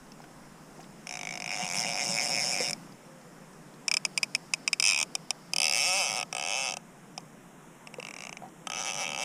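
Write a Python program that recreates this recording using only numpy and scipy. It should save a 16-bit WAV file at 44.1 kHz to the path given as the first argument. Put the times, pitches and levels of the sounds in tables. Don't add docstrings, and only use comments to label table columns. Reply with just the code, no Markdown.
import sys
import numpy as np
from scipy import signal
from scipy.fft import rfft, irfft
from scipy.io import wavfile
from scipy.ndimage import uniform_filter1d

SR = 44100
rng = np.random.default_rng(int(sys.argv[2]) if len(sys.argv) > 2 else 0)


def voltage_ratio(level):
    return 10 ** (np.asarray(level, float) / 20)


def int16_out(signal):
    q = np.round(np.clip(np.atleast_2d(signal).T, -1, 1) * 32767)
    wavfile.write(sys.argv[1], SR, q.astype(np.int16))


N = 407484


def evened(x):
    return x / np.sqrt(np.mean(x ** 2) + 1e-20)


def add(mix, s, sounds):
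    at = np.round(np.asarray(s) * SR).astype(int)[:, None] + np.arange(sounds.shape[1])
    np.add.at(mix, np.clip(at, 0, N - 1), sounds * (at < N))


def read(points, hz):
    f, db = np.transpose(points)
    return np.interp(np.log(hz + 1), np.log(f + 1), db)


# (time [s], level [dB])
RUMBLE = [(0.0, -65.5), (2.57, -71), (3.32, -74), (8.1, -76), (8.9, -69), (9.24, -70)]
GUST_DB, GUST_S = 2.5, 0.15


def rumble():
    low = signal.sosfilt(signal.butter(1, 45, fs=SR, output="sos"), rng.standard_normal(N))
    low = signal.sosfilt(signal.butter(2, 62, fs=SR, output="sos"), low)
    t = np.arange(N) / SR
    gusts = np.interp(t / GUST_S, np.arange(200), rng.standard_normal(200))
    level_db = np.interp(t, *np.transpose(RUMBLE)) + 1.5 + GUST_DB * gusts
    return voltage_ratio(level_db) * evened(low)


# (frequency [Hz], density [dB per Hz])
HUSH = [(110, -70), (150, 0.5), (420, -11.5), (1000, -14.5), (2000, -21), (3400, -29), (4300, -33),
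        (5300, -23), (6000, -28.5), (7000, -26.5), (9500, -30), (12000, -37.5), (15250, -40.5),
        (15400, -73)]
# (time [s], level [dB], fill [0-1])
AIR = [(0.0, -54.5, 0.75), (1.34, -53.5, 0.75), (1.83, -50, 1), (2.62, -48.5, 1), (2.98, -54.5, 0.65),
       (3.86, -54.5, 0.7), (4.12, -53.5, 1), (6.3, -54.5, 0.88), (6.84, -55.5, 0.48), (8.31, -54, 0.1),
       (8.49, -55, 0.24), (9.24, -53, 0.5)]
DIP_DB, FILL_DB, HISS_DB = -17.5, 22, 0.05


def hush():
    frames, hz = N // 512 + 5, np.fft.rfftfreq(2048, 1 / SR)
    a, b, patches = rng.standard_normal((frames, 1025, 3)).T
    patches = uniform_filter1d(patches, size=20, axis=0)
    patches = evened(uniform_filter1d(patches, size=8, axis=1))
    s, level_db, fill = np.transpose(AIR)
    t = np.arange(frames) * 512 / SR
    high = np.clip(np.log2(hz / 1000 + 1e-3), 0, 2) / 2
    field_db = read(HUSH, hz)[:, None] + patches + HISS_DB * high[:, None]
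    dip = np.exp(-((hz - 4800) / 800) ** 2)
    field_db += np.outer(dip, DIP_DB + FILL_DB * np.interp(t, s, fill))
    spectra = (a + 1j * b) * voltage_ratio(field_db)
    noise = evened(signal.istft(spectra, nperseg=2048, noverlap=1536)[1][:N])
    return voltage_ratio(np.interp(np.arange(N) / SR, s, level_db) + 3.5) * noise


# (start [s], length [s], pitch [Hz], level [dB])
DOVE = [
    (2.93, 0.3, 531, -57),
    (3.22, 0.07, 500, -55),
    (3.34, 0.11, 535, -59),
    (3.5, 0.35, 520, -68),
]
COO_PEAK, COO_DROP = 0.9, 0.036


def dove():
    out = np.zeros(N)
    for start, length, hz, db in DOVE:
        u = np.arange(0, length, 1 / SR) / length
        level = np.interp(u, [0, COO_PEAK, 1], [0.2, 1, 0])
        pitch = hz * (1 - COO_DROP * u ** 8)
        coo = np.sqrt(2) * voltage_ratio(db) * level * np.sin(2 * np.pi * np.cumsum(pitch) / SR)
        add(out, [start], coo[None])
    return out


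# (start [s], length [s], first pitch [Hz], last pitch [Hz], level [dB])
BUBBLE = (.568, .058, 620, 1560, -54)


def bubble():
    start, length, first_hz, last_hz, db = BUBBLE
    u = np.arange(0, length, 1 / SR) / length
    pitch = first_hz + (last_hz - first_hz) * np.sin(np.pi * u / 2)
    level = voltage_ratio(db - 13 * u) * np.sin(np.pi * u) ** 0.4
    out = np.zeros(N)
    add(out, [start], (level * np.sin(2 * np.pi * np.cumsum(pitch) / SR))[None])
    return out


# (start [s], top [s], end [s], low edge [Hz], high edge [Hz], level [dB])
RUSTLE = (.66, .81, .85, 4700, 7300, -64)


def rustle():
    start, top, end, low_hz, high_hz, db = RUSTLE
    grain_db = 4 * np.repeat(rng.standard_normal(N // 200 + 1), 200)[:N]
    grains = rng.standard_normal(N) * voltage_ratio(grain_db)
    band = signal.sosfilt(signal.butter(2, [low_hz, high_hz], "band", fs=SR, output="sos"), grains)
    swell = np.interp(np.arange(N) / SR, [start, top, end], [0, 1, 0])
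    return voltage_ratio(db) * swell * evened(band)


# (time [s], peak [dB], frequency [Hz], t60 [s])
KNOCKS = [
    (0.202, -31, 824, 0.021),
    (0.239, -39, 720, 0.028),
    (0.792, -32, 736, 0.028),
    (2.604, -16.5, 505, 0.034),
    (7.984, -26, 493, 0.046),
    (8.421, -26, 710, 0.02),
    (8.434, -32.5, 742, 0.07),
    (8.455, -34.5, 770, 0.078),
]
BUMPS = [
    (1.286, -40, 183, 0.14),
    (1.484, -70, 162, 0.13),
    (1.623, -24.5, 178, 0.084),
    (1.844, -35.5, 190, 0.12),
    (2.086, -26, 185, 0.1),
    (2.462, -38, 170, 0.16),
]
BRUSHES = [(0.0654, -48, 5060, 0.03), (0.118, -36, 5400, 0.021), (0.2179, -44, 5230, 0.035),
           (0.8044, -45, 6340, 0.068), (0.8287, -41, 5000, 0.025), (0.8444, -58, 4940, 0.03),
           (2.9213, -42, 5000, 0.026), (3.2121, -48, 5400, 0.03), (3.5309, -49, 5740, 0.03),
           (3.7394, -49, 4200, 0.03), (7.2044, -45, 6130, 0.027), (8.4856, -49, 5670, 0.03)]
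TAPS = [
    (0.1186, -37, 2660, 0.019),
    (0.24, -35, 1510, 0.022),
    (0.802, -40, 2470, 0.031),
    (0.841, -36, 2580, 0.014),
    (2.9294, -56, 2400, 0.02),
]


def knocks(rows, rise_s, grit, size):
    s, db, hz, t60 = np.transpose(rows)[..., None]
    t = np.arange(6000) / SR
    noise = evened(uniform_filter1d(rng.standard_normal((len(s), len(t))), size=size))
    ring = np.sin(2 * np.pi * hz * t) * (1 - grit + grit * noise)
    out = np.zeros(N)
    add(out, s[:, 0], voltage_ratio(db - 60 * t / t60) * (1 - np.exp(-t / rise_s)) * ring)
    return out


# (time [s], teeth passing [per s])
SPIN = [
    [(1.07, 46.9), (1.424, 55.1), (1.532, 78.2), (1.753, 96.4), (1.984, 97.4), (2.077, 109.2),
     (2.452, 94.8), (2.475, 135.1), (2.695, 98.8), (2.731, 16.4)],
    [(4.799, 22.2), (4.844, 81.3), (4.881, 116.3), (4.917, 92.0), (4.955, 60.4), (5.0, 87.7), (5.028, 58.1)],
    [(5.535, 32.2), (5.643, 69.3), (5.706, 66.7), (5.775, 124.7), (5.859, 161.9), (5.98, 206.9),
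     (6.119, 97.9), (6.228, 50.2)],
    [(6.327, 35.5), (6.367, 65.6), (6.393, 66.8), (6.5, 96.0), (6.565, 134.7), (6.656, 133.8),
     (6.679, 116.9), (6.769, 15.1)],
    [(7.999, 30.2), (8.082, 60.4), (8.11, 30.4), (8.188, 47.2), (8.235, 73.2), (8.308, 23.8), (8.332, 39.5)],
    [(8.67, 21.3), (8.797, 122.6), (8.887, 16.2), (8.944, 99.1), (9.165, 64.2), (9.233, 164.7)],
]
# (time [s], snap [dB], ring freed [dB], thud freed [dB])
BLOWS = [
    [(1.07, -32.5, -2, 0.5), (1.28, -34, 1.5, 0.5), (1.49, -32, 2, 0), (1.56, -30, -5, 1.5),
     (1.62, -31, 3, 4), (1.68, -29.5, -3, 0.5), (1.75, -26.5, -3, 3.5), (1.795, -21.5, -13, -1),
     (1.84, -28.5, 5, 4), (1.9, -29.5, 0.5, 2.5), (2.1, -25, -1.5, 0.5), (2.3, -25.5, 0, 0.5),
     (2.52, -25.5, 0, -2), (2.66, -27.5, 5.5, -5), (2.731, -24.5, 0.5, -8)],
    [(4.799, -14.5, 0.5, 0), (4.84, -16.5, -0.5, 2), (4.875, -16, -3, -4), (4.91, -19, 1, 1),
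     (4.952, -24, 1.5, -7), (5.028, -19.5, -4.5, 1.5)],
    [(5.535, -19.5, 0.5, 0), (5.622, -18, 3, 3), (5.7, -20.5, 0.5, 2.5), (5.795, -21.5, 1, 1.5),
     (5.9, -24, 0, 1), (6.0, -24.5, 0, 1.5), (6.142, -26.5, -4, -0.5), (6.228, -28, -0.5, 3)],
    [(6.326, -26, -2, 0), (6.415, -29.5, 0.5, -2), (6.52, -27.5, -0.5, -0.5), (6.6, -28.5, 0.5, -1.5),
     (6.68, -28, 0, -4), (6.768, -30, -5.5, -3)],
    [(7.999, -40, -2.5, 3.5), (8.1, -38.5, -2, 0), (8.221, -38.5, -4, 0), (8.369, -37, -3, -2)],
    [(8.67, -29, -3, 6), (8.751, -31, -2, 4), (8.831, -28.5, -3, 2.5), (8.9, -30, 1, 2),
     (8.95, -30, -2, -1), (9.02, -30.5, 1, -0.5), (9.06, -34, 5, -2), (9.12, -34, 5, -0.5),
     (9.18, -32, 3, -3), (9.233, -30.5, 5, -6.5)],
]
# (usual snap [dB], ring over snap [dB], thud over snap [dB])
BODY = [
    (-28.5, -1, -5),
    (-16, -2.5, -18.5),
    (-24.5, -0.5, -7.5),
    (-30, 1, -0.5),
    (-37.5, 7, -2),
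    (-29.5, -1, -2),
]
# (time [s],
# extra teeth at the top [per s])
TUGS = [(1.069, -3.5), (1.13, 26.5), (1.337, 19.3), (1.381, -20.0), (1.447, -8.5), (1.537, 39.8),
        (1.614, 45.6), (1.704, -6.4), (1.806, 26.4), (1.897, 33.6), (2.023, 51.9), (2.135, 11.4),
        (2.235, 62.8), (2.328, 44.7), (2.423, 76.2), (2.563, -33.7), (2.631, 70.8), (5.58, 1.5),
        (5.639, 18.9), (5.876, 14.6), (5.93, -1.0), (6.04, -5.5), (6.177, 60.2), (8.797, 21.6),
        (8.881, 142.6), (9.013, 113.1),
        (5.985, -6),
    (6.025, 6),
]
TUG_S = 0.045
RING_LAG, THUD_LAG = 0.59, 0.93


def teeth(spin, blows, body):
    s, per_s = np.transpose(spin)
    t = np.arange(s[0], s[-1], 1 / SR)
    speed = np.interp(t, s, per_s)
    for at, extra in TUGS:
        speed += extra * np.maximum(1 - abs(t - at) / TUG_S, 0)
    angle = np.cumsum(speed) / SR
    when = np.interp(np.arange(int(angle[-1] + 1.3)), angle, t)
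    at, *effort = np.transpose(blows)
    snap_db, ring_free_db, thud_free_db = (np.interp(when, at, column) for column in effort)
    usual_db, ring_db, thud_db = body
    harder_db = snap_db - usual_db
    ring_db = ring_db + ring_free_db - RING_LAG * harder_db
    thud_db = thud_db + thud_free_db - THUD_LAG * harder_db
    return np.transpose([when, snap_db, ring_db, thud_db])


TEETH_A_TURN, SHUT_TOOTH = 24, 12
SNAP_SWAY, SNAP_SWAY_TURN = 0.37, 0.71
SWAY_TWICE = 0.29
SWAY_PITCH = 0.026


def spool_sway(hz, speed, sway_db):
    spool = (np.arange(len(speed))[:, None] - SHUT_TOOTH) / TEETH_A_TURN
    swayed = sway_db * np.clip((speed[:, None] - 65) / 40, 0, 1)
    low_ring = abs(hz - 2200) < 300
    high_ring = abs(hz - 2900) < 400
    low_snap = abs(hz - 5100) < 200
    crest = 0.57 * low_ring + 0.071 * high_ring + SNAP_SWAY_TURN * low_snap
    wave = np.cos(2 * np.pi * (spool - crest))
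    wave = wave + SWAY_TWICE * np.cos(4 * np.pi * (spool - crest - 0.05))
    level_db = swayed * (low_ring + high_ring + SNAP_SWAY * low_snap) * wave
    bend = SWAY_PITCH * swayed * low_ring * (0.15 - (spool % 1) ** 3)
    return level_db, bend


# (frequency [Hz], density [dB per Hz])
CRACK = [(450, -59), (600, -9.5), (1800, -16), (3200, -7), (4300, -18), (5000, 2), (7000, -4), (8800, -7.5),
         (10500, -11), (11300, -20), (13500, -27), (15000, -33), (16500, -50)]


def cracks(t, rise, scatter, size, calm, slid, slide):
    kept, fresh = rng.standard_normal((len(calm), len(t), 2)).T
    noise = (0.78 * np.sqrt(size) * uniform_filter1d(kept, size=size) + 2 * scatter * fresh).T
    noise = noise * voltage_ratio(-60 * t / 0.01) * rise
    bins = np.fft.rfftfreq(len(t), 1 / SR)
    colour_db = read(CRACK, bins) + slid * read(slide, bins) - 1.3 * np.outer(calm, bins < 4300)
    return irfft(rfft(noise) * voltage_ratio(colour_db), len(t)) * (1 - t / t[-1]) ** 2


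STRIKE_S, STRIKE_CURVE = 0.0015, 2.3
CALM = 0.72
DAMP_DB, DAMP_S = 9, 0.01
LOW_RING_GAIN, HIGH_SNAP_LOSS = 0.11, 0.43
EVEN_SPRING = 0.7


def clicks(rows, modes, pawl, slide, size):
    s, snap_db, ring_db, thud_db = np.transpose(rows)
    hz, mode_db, t60 = np.transpose(modes)[..., None, None]
    delay_s, rebound_db, drift, scatter, crack_db, sway_db = pawl
    speed = 1 / abs(np.gradient(s))
    calm = CALM * np.clip((speed - 115) / 40, 0, 1)
    t = np.arange(1300) / SR
    rise = np.minimum(t / STRIKE_S, 1) ** STRIKE_CURVE
    slid = np.linspace(-0.5, 0.5, len(s))[:, None]

    slow, quick = rng.standard_normal((len(s), len(hz), 3, 2)).T
    near_alike = np.sqrt(size) * uniform_filter1d(slow, size=size)
    chance = drift * near_alike + scatter * quick
    tune, weight, phase = chance[..., None] * (1 - calm[:, None] * (hz < 4300))

    swing_db, bend = spool_sway(hz, speed, sway_db)
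    pitch = hz * (1 + 0.014 * tune * np.clip(hz / 4000, 1, 2) + bend)
    turn = 2 * np.pi * pitch * (t - STRIKE_S) + np.pi / 2
    turn += np.pi * np.arange(len(hz))[:, None, None] * np.clip(hz // 1900 / 2, 0, 1)
    turn += 2.82 * np.clip(hz / 5000, 0.05, 1.5) * phase

    harder_db = (snap_db - snap_db.mean())[:, None]
    tilt = LOW_RING_GAIN * (abs(hz - 2250) < 200) - HIGH_SNAP_LOSS * (abs(hz - 6200) < 800)
    mode_db = mode_db + slid * read(slide, hz) + harder_db * tilt
    choke_db = DAMP_DB * (hz > 1900) * (t / DAMP_S) ** 2
    rings = voltage_ratio(mode_db + 4.8 * weight + swing_db - 60 * t / t60 - choke_db) * rise * np.sin(turn)
    mode_hz = hz[:, 0, 0]
    thud = rings[mode_hz < 1900].sum(0)
    ring = rings[(mode_hz >= 1900) & (mode_hz < 4300)].sum(0)
    snap = rings[mode_hz >= 4300].sum(0)

    crack = cracks(t, rise, scatter, size, calm, slid, slide)
    out = evened(snap) + voltage_ratio(crack_db) * evened(crack)
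    out /= out.std(1, keepdims=True) ** EVEN_SPRING
    out += voltage_ratio(ring_db)[:, None] * evened(ring) + voltage_ratio(thud_db)[:, None] * evened(thud)
    lag = round(min(delay_s, 0.01) * SR)
    out[:, lag:] += voltage_ratio(rebound_db + 5 * weight[0]) * np.diff(out, prepend=0)[:, :-lag] * 0.95
    late_s = 0.004 * scatter ** 2 * quick[0, 0] * (1 - calm)
    return s + late_s - 0.0006, out * voltage_ratio(snap_db - 13.5)[:, None]


# (time [s], snap [dB], ring over snap [dB], thud over snap [dB])
TICKS = [(3.8812, -16.5, 1, -15), (3.9139, -17, 0, -14), (3.9397, -16, 0.5, -16),
         (3.9688, -15.5, -2.5, -14), (4.0513, -16.5, -1.5, -15), (4.1758, -16, 0, -16.5),
         (4.2312, -16, -0.5, -17), (4.3495, -16, -0.5, -17), (4.5367, -16.5, -0.5, -16),
         (4.6767, -17, 0.5, -15), (4.7306, -15.5, -1, -24)]
NUDGES = [
    (7.872, -41, 3.8, 3),
    (7.941, -41, 5.3, 4),
    (8.37, -41, 7.5, -6),
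]
LONE = [
    (5.1522, -18, -7, -14),
    (5.3061, -17, -7.5, -13),
    (7.178, -29.5, -3, -1.5),
]
# (frequency [Hz], level [dB], t60 [s])
CUPPED = [(578, -4.5, 0.081), (720, 2.5, 0.054), (845, 1.5, 0.019), (1570, 4, 0.0088), (2270, 2, 0.035),
          (2413, 9.5, 0.013), (2806, -4.5, 0.02), (2970, -23, 0.012), (3710, -10.5, 0.028),
          (5203, 4.5, 0.0089), (5350, 10, 0.0095), (5545, -3.5, 0.015), (6140, 5.5, 0.0075),
          (6550, 3, 0.0051), (6680, -3.5, 0.016), (7500, 3.5, 0.0065), (8860, 2, 0.0051)]
PINCHED = [(634, -4.5, 0.12), (896, -1, 0.043), (1055, 7.5, 0.027), (1283, 2, 0.04), (1650, -27, 0.022),
           (2350, 0, 0.08), (2547, 4, 0.049), (2730, 2.5, 0.019), (3065, 3.5, 0.016), (3300, -1, 0.012),
           (3710, -10.5, 0.042), (5080, -1, 0.015), (5400, -0.5, 0.012), (5670, -1.5, 0.011),
           (6320, -2.5, 0.0073), (7350, -7, 0.012), (7260, -18, 0.021), (7370, -14, 0.0084),
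           (8760, 0, 0.0077)]
OPEN = [(580, -10.5, 0.067), (736, 0, 0.021), (800, -5, 0.021), (1050, -8, 0.0059), (1274, -10, 0.059),
        (1660, -11, 0.015), (2254, -2, 0.025), (2700, -4, 0.018), (2592, 1.5, 0.026), (3035, -1, 0.022),
        (3330, -7, 0.022), (3770, -15.5, 0.03), (4980, -3, 0.012), (5580, 5.5, 0.0063), (5400, 8, 0.0073),
        (6180, 7, 0.0061), (7580, -16.5, 0.031), (8550, 4, 0.0054), (8900, 4, 0.0052), (10400, -1, 0.0052),
        (13400, -14, 0.0064)]
LOOSE = [(684, 1.5, 0.01), (1140, 5.5, 0.0065), (2330, 13, 0.0079), (2670, 0, 0.024), (2775, -1, 0.024),
         (3840, -4.5, 0.0092), (4960, 2, 0.0043), (5500, 3.5, 0.0065), (6340, -5, 0.01), (7830, 7, 0.0048)]
TURNED = [(580, -8, 0.057), (802, 4.5, 0.019), (1284, -6.5, 0.052), (1620, -9, 0.014), (2306, -2.5, 0.019),
          (2630, -1, 0.02), (2994, -9, 0.059), (3240, -7.5, 0.028), (3680, -16, 0.032), (4500, 12, 0.0022),
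          (5600, -1, 0.0078), (5970, -1.5, 0.013), (6440, -10, 0.016), (7860, -12, 0.0081)]
EASED = [(770, 7, 0.018), (1160, -11, 0.029), (2430, 1.5, 0.019), (2540, -4, 0.03), (3080, 0, 0.015),
         (3120, -4, 0.018), (3620, -11, 0.034), (5060, -6, 0.017), (5200, 16, 0.0053), (5700, -3, .012),
         (6340, 0, 0.0088), (6730, -13, 0.01), (7200, -13, 0.0042), (8610, 0, 0.0061)]
# (rebound delay [s], held to 0.01 s, rebound [dB], drift over a few teeth [0-1],
# scatter tooth to tooth [0-1], crack [dB], sway [dB])
PAWL_CUPPED = (.004, -8, .32, .3, -2, 4.5)
PAWL_PINCHED = (0.4, -20, 0.28, 0.24, -3, 3.5)
PAWL_OPEN = (.003, -25, .4, .2, -2, 0)
PAWL_LOOSE = (.004, -45, .3, .24, -2, 0)
PAWL_TURNED = (.003, -30, .42, .3, -1, 0)
PAWL_EASED = (.004, -30, .05, .18, -3, 0)
# (frequency [Hz], shift [dB])
SLIDES = [
    [(550, 19.5), (900, -7), (2000, -0.5), (2400, -6), (3100, -10), (4300, 0), (5100, 10.5), (5900, -0.5),
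     (9000, 5.5)],
    [(600, 0), (800, 5.5), (2300, 3), (3100, 6), (3700, 11.5), (5000, -4.5), (6200, 2.5), (11000, 3.5)],
    [(560, 4), (800, 5), (2250, 1), (2490, -5), (2660, 6), (3000, 5), (4950, -5), (5500, 4), (7500, 3),
     (12000, -5.5)],
    [(700, 7.5), (2300, 2.5), (2900, 0), (5000, -3.5), (6300, 7), (9000, -4)],
    [(580, 14), (2250, -1), (3100, -8), (4700, 4), (6000, 1), (9000, 7)],
    [(700, 0.5), (2300, -4), (3100, -5), (5000, 4), (6300, -3), (9000, -3.5)],
]


def reel():
    runs = [teeth(*run) for run in zip(SPIN, BLOWS, BODY)]
    pinched = np.vstack([TICKS, runs[1]])
    opened = np.vstack(runs[2:4])
    loose = np.vstack([NUDGES[:2], runs[4], NUDGES[2:]])
    out = np.zeros(N)
    add(out, *clicks(runs[0], CUPPED, PAWL_CUPPED, SLIDES[0], size=7))
    add(out, *clicks(pinched, PINCHED, PAWL_PINCHED, SLIDES[1], size=7))
    add(out, *clicks(opened, OPEN, PAWL_OPEN, SLIDES[2], size=9))
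    add(out, *clicks(loose, LOOSE, PAWL_LOOSE, SLIDES[3], size=5))
    add(out, *clicks(runs[5], TURNED, PAWL_TURNED, SLIDES[4], size=7))
    add(out, *clicks(LONE, EASED, PAWL_EASED, SLIDES[5], size=3))
    return signal.sosfilt(signal.butter(6, 470, "high", fs=SR, output="sos"), out)


def surroundings(x):
    t = np.arange(5000) / SR
    sparse = rng.standard_normal(len(t)) * (rng.random(len(t)) < 0.25)
    taps = sparse * voltage_ratio(-60 * t / 0.0093) * (t > 0.004)
    return signal.oaconvolve(x, taps / np.linalg.norm(taps))[:N]


def scene():
    near = reel() + knocks(KNOCKS, rise_s=0.00061, grit=0.27, size=45)
    near += knocks(BUMPS, rise_s=0.0068, grit=0.043, size=45)
    near += knocks([*BRUSHES, *TAPS], rise_s=0.00092, grit=0.58, size=20)
    air = near + voltage_ratio(-18.5) * surroundings(near) + hush() + dove() + bubble() + rustle()
    heard = signal.sosfilt(signal.butter(10, 130, "high", fs=SR, output="sos"), air)
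    return (heard + rumble())[None]


def top_cut(x):
    return signal.sosfilt(signal.butter(12, 16000, fs=SR, output="sos"), x)


def record(dry):
    return top_cut(dry)


dry = scene()
out = record(dry)
int16_out(out)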